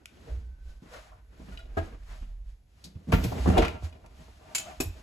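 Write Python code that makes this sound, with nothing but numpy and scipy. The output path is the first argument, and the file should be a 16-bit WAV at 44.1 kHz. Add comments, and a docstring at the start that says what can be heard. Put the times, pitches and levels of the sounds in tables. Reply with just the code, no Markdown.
"""Pickup cab in a garage, heard from the carpet: someone walks up and heaves the front seat out.
Shoes, cloth and dragged weight scuff as shaped noise; the cab body booms as wandering and falling low modes.
Seat frame, rail and trim are struck and ring as fluttering modes over dense noise; squeaks are unsteady tones.
Near the end the belt buckle strikes and bounces, then lands on trim and rail.
Garage air and a faint whine lie beneath; a short garage tail answers the blows."""
import sys
import numpy as np
from scipy import signal
from scipy.fft import rfft, irfft
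from scipy.io import wavfile
from scipy.ndimage import uniform_filter1d

SR = 44100
rng = np.random.default_rng(int(sys.argv[2]) if len(sys.argv) > 2 else 0)


def store_wav(level_fs):
    """Save 16-bit WAV to argv[1]."""
    pcm = np.round(np.clip(np.atleast_2d(level_fs), -1, 1) * 32767)
    wavfile.write(sys.argv[1], SR, pcm.T.astype(np.int16))


N = 221720
T = np.arange(N) / SR
LOOSE_FROM_S = 3.1  # frame off the floor, ringing freely


def amp(db):
    """Decibels to gain."""
    return 10 ** (np.asarray(db) / 20)


def unit(x):
    """Scale to rms 1."""
    return x / np.sqrt(np.mean(x ** 2))


def over_hz(table, hz):
    """Read a (f/Hz, value) table on a log-frequency axis."""
    f, v = np.transpose(table)
    return np.interp(np.log(np.maximum(hz, 1)), np.log(f), v)


def curves(table):
    """Columns of a (t/s, ..) table at every sample."""
    s, *columns = np.transpose(table)
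    return [np.interp(T, s, c) for c in columns]


def colour(x, table):
    """Shape the spectrum by (f/Hz, level/dB) points."""
    hz = np.fft.rfftfreq(x.shape[-1], 1 / SR)
    return irfft(rfft(x) * amp(over_hz(table, hz)), x.shape[-1])


def band(x, lo_hz, hi_hz):
    """Band-pass."""
    sos = signal.butter(2, [lo_hz, min(hi_hz, .45 * SR)], "band", fs=SR, output="sos")
    return signal.sosfilt(sos, x)


def walk(rate_hz):
    """Smooth random wander, rms 1, shared by both channels."""
    k = int(SR / rate_hz)
    once = uniform_filter1d(rng.standard_normal(N), k)
    return unit(uniform_filter1d(once, k))


def add(out, s, sound):
    """Mix a sound in at time s."""
    i = int(s * SR)
    out[:, i:i + sound.shape[-1]] += sound[..., :N - i]


def strike(modes, tilt, contact_s, noise_db, noise_t60_s):
    """A blow rings the modes, weighted by its colour, over a ragged ring too dense to resolve."""
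    t = np.arange(int(.4 * SR)) / SR
    hz, db, t60_s = np.transpose(modes)[:, :, None]
    # each port hears the modes in its own phases
    phase = 2 * np.pi * (hz * t + rng.random((2, len(hz), 1)))
    # loose parts keep touching: every mode flutters
    flutter = uniform_filter1d(rng.standard_normal((len(hz), len(t))), 150, axis=1)
    weight = amp(db + over_hz(tilt, hz)) * amp(3.5 * unit(flutter))
    ring = np.sum(weight * amp(-60 * t / t60_s) * np.sin(phase), axis=1)
    ring = ring / np.sqrt(len(hz) * np.mean(weight ** 2) / 2)
    ragged = amp(0.66 * unit(uniform_filter1d(rng.standard_normal(len(t)), 130)))
    noise = colour(rng.standard_normal((2, len(t))), tilt)
    dense = unit(noise * ragged) * amp(-60 * t / noise_t60_s)
    rise = 1 - np.exp(-t / max(contact_s, .0002))
    return rise * (ring + amp(noise_db) * dense) / np.sqrt(2 + 2 * amp(2 * noise_db))


# air spectrum: f/Hz, level/dB
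AIR_COLOUR = [(53, -7), (90, 27), (156, 10), (971, -7), (1050, -31), (1390, -46), (1530, -57), (1710, -13),
              (8200, -20), (12000, -14.5), (16500, -25)]
# whine, sinking away and later returning: t/s, level/dB
WHINE_LEVEL = [(0, -79.5), (.3, -78), (1.45, -83), (1.7, -111), (5.03, -75)]
AIR_DB, WHINE_HZ = -66, 1522


def air():
    """Quiet garage air as coloured noise; a faint wavering whine as narrow-band noise."""
    hush = unit(colour(rng.standard_normal((2, N)), AIR_COLOUR))
    whine = unit(band(rng.standard_normal((2, N)), .985 * WHINE_HZ, 1.015 * WHINE_HZ))
    hush_gain = amp(AIR_DB + 1.0 * walk(4))
    whine_gain = amp(curves(WHINE_LEVEL)[0] + 2.5 * walk(3))
    return hush_gain * hush + whine_gain * whine


# rumble of the cab body: t/s, level/dB, centre f/Hz
CAB_RUMBLE = [(0, -67.5, 62.4), (.25, -57.5, 63.58), (.38, -34.5, 62.2), (.59, -52.5, 48.97),
              (.69, -40, 43.7), (.82, -59, 45.9), (1.32, -53.5, 55.84), (1.54, -46.5, 55.7),
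              (1.72, -45, 44.2), (1.9, -46.5, 43.95), (2.3, -43.5, 39.9), (2.5, -44.5, 38.55),
              (2.65, -65, 53.9), (3.04, -56, 73.66), (3.15, -37.5, 77.5), (3.35, -43.5, 74.03),
              (3.5, -26.5, 78.55), (3.8, -45.5, 76.4), (4.12, -57.5, 54.35), (4.28, -49, 56.3),
              (4.47, -66, 58), (4.82, -53.5, 62.4), (4.88, -41, 64), (5.03, -58, 56.5)]
# weight dropped on the cab floor: t/s, level/dB, f/Hz, t60/s
FLOOR_BOOMS = [(0.315, -24, 62, 0.38), (0.367, -32.5, 61.6, 0.37), (0.67, -31, 42.1, 0.22),
               (1.776, -22.5, 83, 0.21), (2.213, -23, 42.1, 0.098), (2.955, -24.5, 85, 0.079),
               (3.131, -6.5, 83.3, 0.099), (3.14, -21, 44.6, 0.35), (3.26, -21, 118, 0.17),
               (3.4, -23.5, 64, 0.26), (3.498, -8.5, 78.6, 0.098), (3.578, -13.5, 46.6, 0.2),
               (3.833, -18.5, 79.1, 0.16), (4.856, -25.5, 87, 0.19)]


def cab_body():
    """Low panel and spring modes: a restless rumble, and slow swings after each drop of weight."""
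    rumble_db, rumble_hz = curves(CAB_RUMBLE)
    # narrow noisy mode whose centre follows the load
    lowpass = signal.butter(2, 10.5, fs=SR, output="sos")
    spread = signal.sosfilt(lowpass, rng.standard_normal((2, N)))
    turn = 2 * np.pi * np.cumsum(rumble_hz) / SR
    rumble = unit(spread[0] * np.cos(turn) + spread[1] * np.sin(turn))
    out = amp(rumble_db) * rumble * np.ones((2, 1))
    t = np.arange(int(.6 * SR)) / SR
    for s, db, hz, t60_s in FLOOR_BOOMS:
        swell = 1 - np.exp(-t / 0.01)
        add(out, s, amp(db - 60 * t / t60_s) * swell * np.sin(2 * np.pi * hz * t))
    return out


# scuffs of soles and cloth, then seat drags: loudest t/s, rise/s, fall/s,
# hiss level/dB, dull drag level/dB, frame hum level/dB
SCUFF_SWELLS = [(.17, 0.21, .1, -70, -68, -71), (.304, 0.38, 0.29, -60.5, -55, -61.5),
                (.7, 0.15, 0.17, -63, -66, -85), (.83, 0.028, 0.31, -65, -59, -81),
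                (0.944, 0.083, 0.2, -51, -70, -46.5), (1.11, 0.033, 0.2, -85, -68, -60.5),
                (1.41, 0.15, 0.28, -64, -62, -77), (1.532, 0.24, 0.19, -59, -52, -54.5),
                (1.838, 0.19, 0.21, -57.5, -47.5, -51), (2.12, 0.15, 0.25, -56, -58.5, -53),
                (2.5, 0.14, 0.16, -68, -77.5, -85), (2.82, 0.19, 0.29, -64.5, -72, -79),
                (3.25, 0.15, 0.21, -44.5, -37, -70), (3.44, 0.31, 0.23, -46, -38.5, -50.5),
                (3.593, 0.2, 0.21, -46.5, -30.5, -35.5), (3.85, 0.05, 0.068, -49, -63, -72),
                (3.934, 0.045, 0.37, -68.5, -53, -61.5), (4.214, 0.23, 0.45, -60, -60, -64.5),
                (4.56, 0.14, 0.36, -63, -56.5, -60), (4.697, 0.45, 0.21, -53.5, -59, -56),
                (5.0, 0.53, .2, -59, -55.5, -64)]
SCUFF_EDGE_DB = -20.5  # one rise before and one fall after the loudest moment
SCUFF_ROUND = 1.056  # 1 = pointed top, 2 = bell


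def scuff_levels():
    """Hiss, drag and hum gains: every scuff swells to its loudest moment and dies away; powers add."""
    s, rise_s, fall_s, *layers_db = np.transpose(SCUFF_SWELLS)[:, :, None]
    before = (s - T) / np.maximum(rise_s, .01)
    after = (T - s) / np.maximum(fall_s, .01)
    away = np.where(T < s, before, after)
    power = amp(2 * SCUFF_EDGE_DB * away ** SCUFF_ROUND)
    return [np.sqrt(amp(2 * db[:, 0]) @ power + 1e-18) for db in layers_db]


# spectrum of rubbing fibres, main range and top: f/Hz, level/dB
RUB_COLOUR = [(200, -8), (500, -32.5), (562, -8), (952, -12.5), (1230, -13.5), (1520, -13), (4110, -17),
              (8200, -23)]
RUB_TOP = [(11000, -26), (14000, -26.5), (16500, -21)]
# seat frame modes, also struck by knocks and grit: f/Hz, level/dB, t60/s (blows rescale it)
FRAME_MODES = [(158.1, -6.5, 0.29), (191.9, -3.5, 0.25), (247.2, 0.5, 0.12), (375, -6, 0.21),
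               (459.2, -4, 0.24), (627.2, -2.5, 0.14), (717.5, -5.5, 0.16), (766.4, -6, 0.052),
               (914.3, -10.5, 0.19), (1020, -13, 0.18), (1164, -15, 0.13), (1370, -16, 0.35),
               (1540, -44, 0.41), (2010, -29, 0.17), (2391, -16, 0.1), (2774, -16, 0.12)]


def rubbing():
    """Fibres slip in dense grains of uneven size; weight drags dully; the frame hums in its upper modes."""
    hiss_gain, drag_gain, hum_gain = scuff_levels()
    grain_db = 0.99 * rng.exponential(size=N) + 0.6 * walk(60)
    grains = rng.standard_normal((2, N)) * amp(grain_db)
    hiss = unit(colour(grains, RUB_COLOUR + RUB_TOP))
    slips = rng.standard_normal((2, N)) * amp(3.2 * walk(35))
    drag = unit(band(slips, 54, 454))
    free = np.where(T > LOOSE_FROM_S, 1, .25)
    hum = 0.58 * unit(band(slips, 323, 1690))
    for hz, db, t60_s in FRAME_MODES[5:]:
        width_hz = np.log(1000) / np.pi / t60_s
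        hum = hum + free * amp(db) * unit(band(slips, hz - width_hz, hz + width_hz))
    return hiss_gain * hiss + drag_gain * drag + hum_gain * unit(hum)


# small hard parts: t/s, level/dB, brightest f/Hz, contact/s, rattle t60/s, rattle over ring/dB
RAIL_CLICKS = [(0.057, -30.5, 2800, 0.00066, 0.011, 4), (1.519, -50.5, 1500, 0.0021, 0.091, -13),
               (1.549, -53, 2410, 0.0024, 0.035, 12), (1.573, -36.5, 3540, 0.0024, 0.032, -14),
               (1.589, -43.5, 1480, 0.003, 0.05, -5), (1.603, -44.5, 3370, 0.0022, 0.037, -19),
               (2.84, -39, 4440, 0.0018, 0.1, 13), (3.12, -29.5, 2390, 0.00038, 0.2, -5),
               (3.238, -29.5, 2480, 0.0012, 0.081, 33), (3.578, -23.5, 3570, 0.00091, 0.046, -2.5),
               (3.621, -41, 2800, 0.0013, 0.015, -6), (3.649, -28.5, 2440, 0.00064, 0.044, -8.5),
               (3.681, -27, 2330, 0.00058, 0.017, -3.5), (3.925, -47, 2990, 0.0022, 0.036, -10),
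               (4.061, -50, 2386, 0.00072, 0.034, 7)]
# rail modes: f/Hz, level/dB, t60/s (each click rescales it)
RAIL_MODES = [(666, 15.5, 0.19), (1428, 8.5, 0.094), (1960, 4.5, 0.058), (2456, 9, 0.042),
              (2920, 2.5, 0.072), (3390, -2, 0.063), (3904, -0.5, 0.063), (4490, -7, 0.062),
              (4850, -11, 0.14), (5700, -9.5, 0.034), (5960, -16, 0.036)]


def rail_clicks():
    """Rail parts tick and rattle; a longer rattle lets the modes ring longer."""
    out = np.zeros((2, N))
    for s, db, hz, contact_s, t60_s, rattle_db in RAIL_CLICKS:
        tilt = [(0.21 * hz, -30), (0.78 * hz, -7), (hz, 0), (1.27 * hz, -6), (14000, -13)]
        modes = [(f, mode_db, ring_s * t60_s / 0.047) for f, mode_db, ring_s in RAIL_MODES]
        add(out, s, amp(db) * strike(modes, tilt, contact_s, rattle_db, t60_s))
    return out


# blows on the seat frame: t/s, level/dB, strongest f/Hz, middle level/dB, treble level/dB, t60/s
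FRAME_KNOCKS = [(.169, -40.5, 280, -24, -19.5, 0.049), (.27, -46, 560, -33, -33, 0.24),
                (.821, -43, 185.3, -18, -38, 0.071), (1.115, -47.5, 143.4, 25, -21, 0.16),
                (1.395, -39.5, 177, -22, -56, .15), (1.484, -33, 159, -29, -26, 0.056),
                (1.65, -47.5, 490, -30, -12, 0.087), (2.218, -48.5, 220.2, -37, -16, 0.16),
                (2.848, -42, 171, -28, -32, 0.15), (2.949, -37.5, 159, -47, -32, 0.092),
                (3.071, -32, 273.7, -45, -53, 0.11), (3.085, -25, 167, -38, -62, 0.19),
                (3.122, -15, 435, 5.5, -4.5, 0.07), (3.133, -11, 167, -22, -20, 0.091),
                (3.181, -20.5, 142.8, -10, -18, 0.051), (3.247, -14, 154.4, -20, -49, 0.037),
                (3.317, -19.5, 147, 3, -38, 0.046), (3.38, -30, 171, -2, -8, 0.05),
                (3.457, -18, 340, -8, -33, 0.082), (3.472, -11.5, 190, -22.5, -42, 0.13),
                (3.498, -10, 193.2, -21, -33, 0.068), (3.559, -19, 400.8, -6, -32, 0.056),
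                (3.57, -11, 746, -11.5, -26, 0.11), (3.581, -11.5, 341, -29, -19.5, 0.12),
                (3.62, -17, 645, -3.5, -6.5, .11), (3.646, -20, 161, 8.5, 10, 0.077),
                (3.682, -28.5, 372.7, -1, 1, 0.055), (3.741, -46, 141.2, -3, 1, 0.069),
                (3.822, -36.5, 144, -1, -34, 0.044), (4.04, -47.5, 313, 9, -10, 0.1),
                (4.108, -46, 160.6, -2, -24, 0.044), (4.187, -43.5, 148.7, -41, -25, .092),
                (4.28, -48.5, 400, -6, -14, 0.051), (4.41, -48.5, 450, -3, -20, 0.065)]
CONTACT_CYCLES, CONTACT_LEAST_S = 0.45, 0.0028  # a lower blow presses longer
FRAME_FREE_T60_S = 0.13  # a blow this long lets the frame ring as listed


def knocks():
    """Blows on the steel and plastic seat frame, each with its own pitch and hardness."""
    out = np.zeros((2, N))
    for s, db, hz, middle_db, treble_db, t60_s in FRAME_KNOCKS:
        tilt = [(0.22 * hz, -24), (hz, 0), (1.23 * hz, -5),
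                (1100, middle_db), (2600, treble_db), (9000, treble_db - 26.5)]
        # padding near the blow sets how long the frame rings
        damped = [(f, mode_db, ring_s * t60_s / FRAME_FREE_T60_S) for f, mode_db, ring_s in FRAME_MODES]
        contact_s = CONTACT_LEAST_S + CONTACT_CYCLES / hz
        add(out, s, amp(db) * strike(damped, tilt, contact_s, -2.5, t60_s))
    return out


# a sliding sole, later a strap: start t/s, rise/s, hold/s, level/dB, first f/Hz, last f/Hz
SLIDE_SQUEAKS = [(.9, 0.0208, 0.0816, -58, 470, 630), (4.624, 0.046, .018, -45.5, 618, 697)]
SQUEAK_FALL_S = 0.011


def squeak():
    """Stick-slip: an unsteady, fluttering, rising pitch with its octave."""
    out = 0
    for s, rise_s, hold_s, db, first_hz, last_hz in SLIDE_SQUEAKS:
        knots_s = s + np.cumsum([0, rise_s, hold_s, SQUEAK_FALL_S])
        hz = np.interp(T, knots_s[1:], [first_hz, last_hz, last_hz])
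        turn = 2 * np.pi * np.cumsum(hz * (1 + .07 * walk(250))) / SR
        shape = np.interp(T, knots_s, [0, 1, 1, 0]) ** 2
        tone = np.sin(turn) + 0.3 * np.sin(2 * turn)
        out = out + shape * amp(db + 3.8 * walk(90)) * tone
    return out


# a hand, later the buckle, on plastic trim: t/s, level/dB, contact/s, treble level/dB, rattle t60/s
TRIM_HITS = [(1.769, -15, 0.0038, -25, 0.042), (1.775, -16.5, 0.0062, -17, 0.11),
             (4.801, -20.5, 0.0018, -35, 0.13)]
# trim modes: f/Hz, level/dB, t60/s
TRIM_MODES = [(257, 0, 0.074), (318, -6, 0.17), (382.4, 5.5, 0.06), (662, 0, 0.12), (771, -2.5, 0.073),
              (1186, -9.5, 0.11), (1280, -2.5, 0.066), (1644, 5, 0.096), (1730, -25, 0.091)]
TRIM_RATTLE_DB = -8  # over the ring


def trim():
    """Hollow plastic panel: a few low modes over a quick rattle."""
    out = np.zeros((2, N))
    for s, db, contact_s, treble_db, t60_s in TRIM_HITS:
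        tilt = [(120, 3.0), (350, -5.5), (900, -5.5), (2500, treble_db), (8000, treble_db - 24.0)]
        add(out, s, amp(db) * strike(TRIM_MODES, tilt, contact_s, TRIM_RATTLE_DB, t60_s))
    return out


GRIT_TICKS, DRAG_S = 55, .68  # loose parts rattle for DRAG_S


def grit():
    """Loose parts of the dragged frame rattle: scattered small ticks into its modes, a few large."""
    hum_gain = scuff_levels()[2]
    out = np.zeros((2, N))
    damped = [(f, db, 0.23 * t60_s) for f, db, t60_s in FRAME_MODES]
    for when, size, pitch in rng.random((GRIT_TICKS, 3)):
        s = LOOSE_FROM_S + DRAG_S * when
        tilt = [(300, -20), (700 * 4 ** pitch, 0), (8000, -18)]
        gain = hum_gain[int(s * SR)] * amp(-2 - 3.0 * np.log(size + .05))
        add(out, s, gain * strike(damped, tilt, 0.00098, 0, 0.013))
    return out


# rail jarred: t/s, level/dB
PIN_HITS = [(3.13, -41), (3.237, -44)]
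PIN_HZ, PIN_T60_S = 12378, 0.43


def pin():
    """A small steel pin sings one decaying sine when the rail is jarred."""
    out = np.zeros((2, N))
    for s, db in PIN_HITS:
        add(out, s, amp(db - 60 * T / PIN_T60_S) * np.sin(2 * np.pi * PIN_HZ * T))
    return out


# colour of metal on metal, buckle and tongue alike: f/Hz, level/dB
METAL_CRACK = [(600, -11.5), (2500, -0.5), (7000, -1.5), (12000, -7), (16000, 4)]
# buckle strikes and bounces: t/s, level/dB, contact/s, rattle t60/s
BUCKLE_HITS = [(4.5485, -16.5, 0.00066, 0.06), (4.5527, -19, 0.0012, 0.088), (4.581, -23, 0.00054, 0.071),
               (4.5958, -28, 0.00081, 0.085)]
# buckle modes: f/Hz, level/dB, t60/s
BUCKLE_MODES = [(2253, -17.5, 0.16), (2610, -12, 0.098), (3080, -18.5, 0.18), (4250, -20, 0.1),
                (4770, -22.5, 0.12), (7061, -8.5, 0.11), (6340, -5.5, 0.061), (7500, -8.5, 0.062),
                (8320, -9, 0.12), (9900, -13, 0.099), (13970, -21, .09)]


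def buckle():
    """Belt buckle on metal: high modes under a stronger rattle."""
    out = np.zeros((2, N))
    for s, db, contact_s, t60_s in BUCKLE_HITS:
        add(out, s, amp(db) * strike(BUCKLE_MODES, METAL_CRACK, contact_s, 5.4, t60_s))
    return out


# buckle's steel tongue lands on the rail: t/s, level/dB, contact/s, rattle t60/s
TONGUE_HITS = [(4.8015, -25.5, 0.00089, 0.018), (4.8034, -19.5, 0.0012, 0.099)]
# tongue modes: f/Hz, level/dB, t60/s
TONGUE_MODES = [(2390, -16, 0.089), (2540, -7.5, 0.064), (2690, -12.5, 0.057), (4820, -43, 0.056),
                (5400, -9.5, 0.081), (6900, -18, 0.078), (7080, -4, 0.085), (7700, -5, 0.083),
                (10000, -9.5, 0.14), (11840, 1.5, 0.13)]


def tongue():
    """Steel tongue on the rail: high modes and rattle about equally strong."""
    out = np.zeros((2, N))
    for s, db, contact_s, t60_s in TONGUE_HITS:
        add(out, s, amp(db) * strike(TONGUE_MODES, METAL_CRACK, contact_s, 0.33, t60_s))
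    return out


# garage decay: f/Hz, t60/s
GARAGE_DECAY = [(150, 0.3), (600, 0.27), (2500, 0.39), (7000, 0.26), (14000, 0.25)]
GARAGE_DB = -11.5


def garage(x):
    """Diffuse tail: octave bands of noise, each with its own decay, building up over milliseconds."""
    t = np.arange(int(.8 * SR)) / SR
    tail = 0
    for hz in 90 * 2 ** np.arange(8):
        octave = band(rng.standard_normal((2, len(t))), hz / np.sqrt(2), hz * np.sqrt(2))
        tail = tail + octave * amp(-60 * t / over_hz(GARAGE_DECAY, hz))
    tail *= 1 - np.exp(-t / 0.0011)
    return signal.fftconvolve(x, tail / np.sqrt(np.sum(tail[0] ** 2)), axes=1)[:, :N]


def scene():
    """All sources, and the garage answering the blows."""
    blows = rail_clicks() + knocks() + trim() + grit() + pin() + buckle() + tongue()
    steady = air() + cab_body() + rubbing() + squeak()
    return steady + blows + amp(GARAGE_DB) * garage(blows)


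# treble response of the ports: f/Hz, level/dB
MIC_TOP = [(11000, 2), (13500, -3.5), (15000, -16.5), (16200, -27)]
# left-right likeness: f/Hz, correlation/1
PORT_LIKENESS = [(60, 0.95), (200, 0.91), (400, 0.47), (900, 0.059), (5400, 0.24), (6500, 1)]
# left minus right: f/Hz, level/dB
LEFT_LIFT = [(60, 0), (300, -0.5), (1000, 1), (4500, 2.5), (6300, 0)]
PORT_LAG_S, LAG_FROM_HZ, TOP_HZ = .000238, 7000, 16200


def record(dry):
    """Two ports: alike in the bass, nearly unrelated in the middle, offset in time in the treble; top cut."""
    hz = np.fft.rfftfreq(N, 1 / SR)
    left, right = rfft(dry) * amp(over_hz(MIC_TOP, hz))
    like = np.clip(over_hz(PORT_LIKENESS, hz), 0, 1)
    # the left port lags the right
    lag = np.exp(2j * np.pi * np.maximum(hz - LAG_FROM_HZ, 0) * PORT_LAG_S)
    lift = amp(over_hz(LEFT_LIFT, hz) / 2)
    mixed_right = like * lag * left + np.sqrt(1 - like ** 2) * right
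    ports = irfft(np.array([left * lift, mixed_right / lift]), N)
    return signal.sosfilt(signal.ellip(8, .2, 70, TOP_HZ, fs=SR, output="sos"), ports)


dry = scene()
out = record(dry)
store_wav(out)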